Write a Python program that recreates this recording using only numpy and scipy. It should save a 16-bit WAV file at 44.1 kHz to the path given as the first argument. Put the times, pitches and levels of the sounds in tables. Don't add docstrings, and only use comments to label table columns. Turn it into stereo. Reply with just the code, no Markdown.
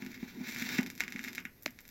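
import sys
import numpy as np
from scipy import signal
from scipy.fft import rfft, irfft
from scipy.io import wavfile
from scipy.ndimage import uniform_filter1d

SR = 44100
rng = np.random.default_rng(int(sys.argv[2]) if len(sys.argv) > 2 else 0)


def wav_record(signal):
    frames = np.transpose(np.atleast_2d(signal))
    bounded = np.clip(frames, -1, 1)
    quanta = np.round(bounded * 32767).astype(np.int16)
    wavfile.write(sys.argv[1], SR, quanta)


N = 83790

# frequency_hz, gain_db
FLOOR_COLOUR = [(25,0),(65,0.5),(110,1.5),(250,-5),(450,-9.5),(800,-19),(1300,-21.5),(2000,-14),(3200,-28),(5200,-21.5),(7000,-25.5),(9500,-33),(12500,-14),(15500,-27)]
# pitch_hz, width_hz, gain_db
WOOFER_MODES = [(216,70,-6.5),(250.3,25.7,-3),(349,21,-6.5),(900,350,-11)]
# time_s, level_db
BOOM_LEVELS = [(0,-45.5),(.3,-55.5),(.36,-44.5),(.5,-48),(.6,-47.5),(.86,-42),(.93,-54.5),(1.06,-51),(1.2,-53.5),(1.28,-48),(1.39,-51),(1.5,-64.5),(1.62,-81),(1.7,-57),(1.9,-79)]
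# start_s, level_db
BUMPS = [(0.0209,-35.5),(0.0639,-39),(0.2266,-29),(.337,-50),(0.4061,-29.5),(0.559,-37.5),(0.618,-33),(.733,-48),(0.7873,-17.5),
         (.82,-38),(.85,-42),(1.15,-33),(1.452,-41),(1.679,-45)]
# pitch_hz, level_db, t60_s
SNAP_MODES = [(290,-27.5,.03),(620,-24.5,0.019),(1060,-16,0.0034),(2260,-1.5,0.003),(4360,-2.5,0.0023),(6270,-5,0.002)]
# time_s, level_db
SCRAPE_LEVELS = [(0,-56.5),(.2,-55),(.3,-56),(.445,-52.5),(.465,-44),(.552,-47.5),(.563,-39.5),(.59,-42),(.635,-38),(.655,-46),(.69,-36.5),(.787,-41.5),
                 (.797,-64),(.9,-62),(.97,-66.5),(1.02,-53),(1.06,-56.5),(1.17,-53.5),(1.215,-64),(1.285,-48.5),(1.32,-69),(1.39,-49),(1.43,-83),(1.5,-77),(1.62,-70.5),(1.7,-68),(1.9,-69)]
# frequency_hz, gain_db
SCRAPE_COLOUR = [(60,1),(300,-5.5),(600,-12),(1100,-1.5),(1600,-0.5),(2150,3),(3100,-1.5),(4000,-8.5),(5200,-8),(7000,-14),(8700,-28.5),(10300,-23),(12700,-17),(15500,-11)]
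# time_s, level_db
TICK_LEVELS = [(0,-64),(.2,-72),(.44,-60),(.48,-35.5),(.78,-38),(.82,-48),(.96,-59),(.995,-35.5),(1.06,-61),(1.2,-44),(1.29,-40),(1.32,-46),(1.39,-54),(1.44,-59),(1.6,-75),(1.9,-59)]
# start_s, level_db, tilt_db_per_octave
POPS = [(0.0225,-29,-3),(0.0492,-32.5,2),(0.0636,-27.5,1),(.1171,-32.5,2),(0.1304,-38,-4),(.144,-31.5,1),(0.1769,-36.5,-4),(0.2293,-34.5,-6),
        (0.4153,-36,-5),(0.47,-27.5,2),(.4893,-26.5,0),(.562,-23,-3),(0.623,-21.5,0),(0.641,-31,1),(0.6907,-19.5,-0.5),(0.7268,-34,-8),(.7844,-17,-2),(0.7884,-14,-6.5),(.81,-23.5,4),
        (0.8308,-23,1.5),(.8426,-52,-18),(.8628,-24,0),(0.8678,-27.5,4),(0.8721,-29,0.5),(0.9015,-20.5,2.5),(.9148,-31,5),(0.9524,-29.5,5.5),
        (.9593,-35,10),(0.978,-26,4),(1.0056,-11,-1.5),(1.0369,-24,-1.5),(1.08,-23,-2.5),(1.1039,-31,8),(1.1229,-23,-1),
        (1.161,-23.5,-5),(1.1927,-23,-4),(1.2403,-23,0),(1.2442,-22.5,8),(1.2476,-24.5,-3),(1.266,-36,-11),(1.2786,-25.5,-6.5),
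        (1.2829,-25,-2),(1.331,-25.5,1.5),(1.3501,-21.5,3),(1.3554,-22,4),(1.3802,-29.5,-5),(1.381,-18,-5),(1.4027,-30.5,3),
        (1.4072,-39,-10),(1.4513,-29.5,11),(1.453,-21,-7),(1.6244,-27,13.5),(1.633,-24.5,13),(1.6589,-18,5.5),(1.6788,-28.5,-6.5),
        (1.707,-31.5,9),(1.789,-32,-1),(1.8065,-31,9.5),(1.8144,-37,13),(1.853,-36.5,0.5),(1.879,-28.5,10),(1.8902,-28.5,5)]
# frequency_hz, gain_db
POP_COLOUR = [(60,-17.5),(220,-14.5),(500,-14.5),(1100,-6.5),(1600,-0.5),(2150,3),(3100,-2),(4000,-11),(5200,-8),(7000,-13),(8700,-21.5),(10300,-25.5),(12500,-8.5),(15500,-22.5)]
# pitch_hz, width_hz, gain_db
SPEAKER_MODES = [(1488,38,-4),(1776,51,-19.5),(2052,53,-7),(2343,23,-8),(3825,170,-0.5),(5020,220,7.5)]
# delay_s, gain_db
REFLECTIONS = [(.0041,-13),(.0079,-14)]
# frequency_hz, difference_db
LEFT_OVER_RIGHT = [(200,-7),(1400,-3.5),(2100,1.5),(3700,-0.5),(5200,6.5),(6000,8),(7300,14.5),(9000,-2),(11700,-6.5),(13000,1),(15500,-3)]

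ROOM_T60_S, TREBLE_T60_S, ROOM_SPLIT_HZ = 0.18, 0.1, 2750
ROOM_DB, ROOM_RISE_S = -7.5, 0.00033
FLOOR_DB, FLOOR_SIDE_GAIN = -61.5, 0.46
LOW_CUT_HZ, TOP_HZ = 110, 15900
CABINET_HZ, CABINET_WIDTH_HZ = 226, 133
BUMP_PUSH_S, BOOM_LEFT_LAG_S, BOOM_LEFT_DB = 0.0027, 0.00031, -0.5
KNOCK_HZ, KNOCK_WIDTH_HZ, KNOCK_GAIN_DB = 737, 660, 26.5
SNAP_START_S, SNAP_RISE_S, SNAP_ROOM_SEND_DB = 1.6613, 0.00045, -14.5
SNAP_LEFT_DB, SNAP_LEFT_LEAD_S = -10, 0.0001
FLUTTER_DB, FLUTTER_PER_S = 2, 90.38
CLUSTER_PER_S, CLUSTER_DB, CLUSTER_DECAY_S = 1200, -19, 0.0019
TILT_FROM_HZ, SPECK_PASS_S, WIDE_SPECK_TILT_DB = 2100, 0.00022, -7
SPEAKER_LEFT_LAG_S = 0.00052


def undb(db):
    return 10 ** (np.asarray(db) / 20)


def unit(x):
    return x / np.sqrt(np.mean(x ** 2))


def curve(rows):
    return undb(np.interp(np.arange(N) / SR, *np.array(rows).T))


def wander(per_s):
    hold = int(SR / per_s)
    steps = np.repeat(rng.standard_normal(N // hold + 1), hold)
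    return 1.7 * uniform_filter1d(uniform_filter1d(steps, hold), hold)[:N]


def response(colour, tilt_db=0, power=1, size=1024):
    hz, db = np.array(colour).T
    octave = np.log2(np.maximum(np.arange(size // 2 + 1) * SR / size, 1))
    octaves_above = np.maximum(octave - np.log2(TILT_FROM_HZ), 0)
    gain = undb(power * np.interp(octave, np.log2(hz), db) + tilt_db * octaves_above)
    cepstrum = irfft(np.log(gain))
    cepstrum[1:size // 2] *= 2
    cepstrum[size // 2 + 1:] = 0
    return irfft(np.exp(rfft(cepstrum)))


def through(x, ir):
    return signal.fftconvolve(x, ir)[:N]


def cut(x, hz, kind):
    return signal.sosfilt(signal.butter(2, hz, kind, fs=SR, output="sos"), x)


def ring(x, hz, width_hz):
    return signal.lfilter(*signal.iirpeak(hz, hz / width_hz, fs=SR), x)


def late(x, delay_s):
    silence = np.zeros(max(int(round(delay_s * SR)), 0))
    return np.concatenate([silence, x, np.zeros(N)])[:N]


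def decay(t, t60_s):
    return np.exp(-np.log(1000) * t / t60_s)


def specks(per_s, spread_db):
    size = undb(spread_db * np.minimum(rng.exponential(size=N), 4))
    hits = rng.random(N) < per_s / SR
    return hits * np.sign(rng.standard_normal(N)) * size


def noise_floor():
    colour = response(FLOOR_COLOUR, size=8192)
    mid, side = (unit(through(rng.standard_normal(N), colour)) for _ in range(2))
    return undb(FLOOR_DB) * np.array([mid + FLOOR_SIDE_GAIN * side, mid - FLOOR_SIDE_GAIN * side])


def room_tail(x):
    t = np.arange(SR // 2) / SR
    low, high = (cut(rng.standard_normal(len(t)), ROOM_SPLIT_HZ, kind) for kind in ("low", "high"))
    tail = low * decay(t, ROOM_T60_S) + high * decay(t, TREBLE_T60_S)
    tail *= 1 - np.exp(-t / ROOM_RISE_S)
    return undb(ROOM_DB) * through(x, tail / np.sqrt(np.sum(tail ** 2)))


def woofer(x):
    cone = sum(undb(db) * ring(x, hz, width_hz) for hz, width_hz, db in WOOFER_MODES)
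    return cut(ring(cone, CABINET_HZ, CABINET_WIDTH_HZ), LOW_CUT_HZ, "high")


def boom():
    t = np.arange(N) / SR
    push = -np.sin(np.pi * np.minimum(t / BUMP_PUSH_S, 1)) ** 2
    thump = woofer(push)
    blows = sum(late([undb(db)], start_s) for start_s, db in BUMPS)
    unevenness = unit(woofer(rng.standard_normal(N))) * curve(BOOM_LEVELS)
    bass = through(blows, thump / np.abs(thump).max()) + unevenness
    midrange = ring(blows, KNOCK_HZ, KNOCK_WIDTH_HZ)
    knock = undb(KNOCK_GAIN_DB) * ring(midrange, KNOCK_HZ, KNOCK_WIDTH_HZ)
    left_bass = undb(BOOM_LEFT_DB) * late(bass, BOOM_LEFT_LAG_S)
    return np.array([left_bass + room_tail(knock), bass + room_tail(knock)])


def snap():
    t = np.arange(SR // 10) / SR
    modes = sum((-1) ** k * undb(db) * decay(t, t60_s) * np.sin(2 * np.pi * hz * t)
                for k, (hz, db, t60_s) in enumerate(SNAP_MODES))
    attack = 1 - np.exp(-t / SNAP_RISE_S)
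    crack = cut(modes * attack, LOW_CUT_HZ, "high")
    left = undb(SNAP_LEFT_DB) * late(crack, SNAP_START_S - SNAP_LEFT_LEAD_S)
    right = late(crack, SNAP_START_S)
    return np.array([side + undb(SNAP_ROOM_SEND_DB) * room_tail(side) for side in (left, right)])


def scrape():
    grit = specks(per_s=7000, spread_db=1)
    flutter = undb(FLUTTER_DB * wander(FLUTTER_PER_S))
    hiss = through(grit * flutter, response(SCRAPE_COLOUR))
    return unit(hiss) * curve(SCRAPE_LEVELS)


def click(tilt_db):
    hit = response(POP_COLOUR, tilt_db)
    t = np.arange(len(hit)) / SR
    wideness = np.clip(tilt_db / WIDE_SPECK_TILT_DB, 0, 1)
    kickback = wideness * np.interp(t - SPECK_PASS_S, t, hit, left=0)
    wave = hit - kickback
    return wave / np.abs(wave).max()


def pop(start_s, level_db, tilt_db):
    half = SR // 100
    t = np.arange(-half, half) / SR
    cluster = (rng.random(len(t)) < CLUSTER_PER_S / SR) * rng.standard_normal(len(t))
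    kicks = (t == 0) + undb(CLUSTER_DB) * cluster * np.exp(-np.abs(t) / CLUSTER_DECAY_S)
    return late(undb(level_db) * signal.fftconvolve(kicks, click(tilt_db)), start_s + t[0])


def crackle():
    dirt = specks(per_s=450, spread_db=3.5) * curve(TICK_LEVELS)
    pops = sum(pop(*row) for row in POPS)
    return pops + through(dirt, click(tilt_db=2))


def loudspeaker(groove):
    drive = cut(groove, LOW_CUT_HZ, "high")
    direct = drive + sum(undb(db) * ring(drive, hz, width_hz) for hz, width_hz, db in SPEAKER_MODES)
    early = direct + sum(undb(db) * late(direct, delay_s) for delay_s, db in REFLECTIONS)
    left = late(early + room_tail(direct), SPEAKER_LEFT_LAG_S)
    right = early + room_tail(direct)
    return np.array([through(left, response(LEFT_OVER_RIGHT, power=0.5)),
                     through(right, response(LEFT_OVER_RIGHT, power=-0.5))])


def scene():
    return loudspeaker(crackle() + scrape()) + boom() + snap() + noise_floor()


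def record(dry):
    return signal.sosfilt(signal.ellip(10, 0.2, 80, TOP_HZ, fs=SR, output="sos"), dry)


dry = scene()
out = record(dry)
wav_record(out)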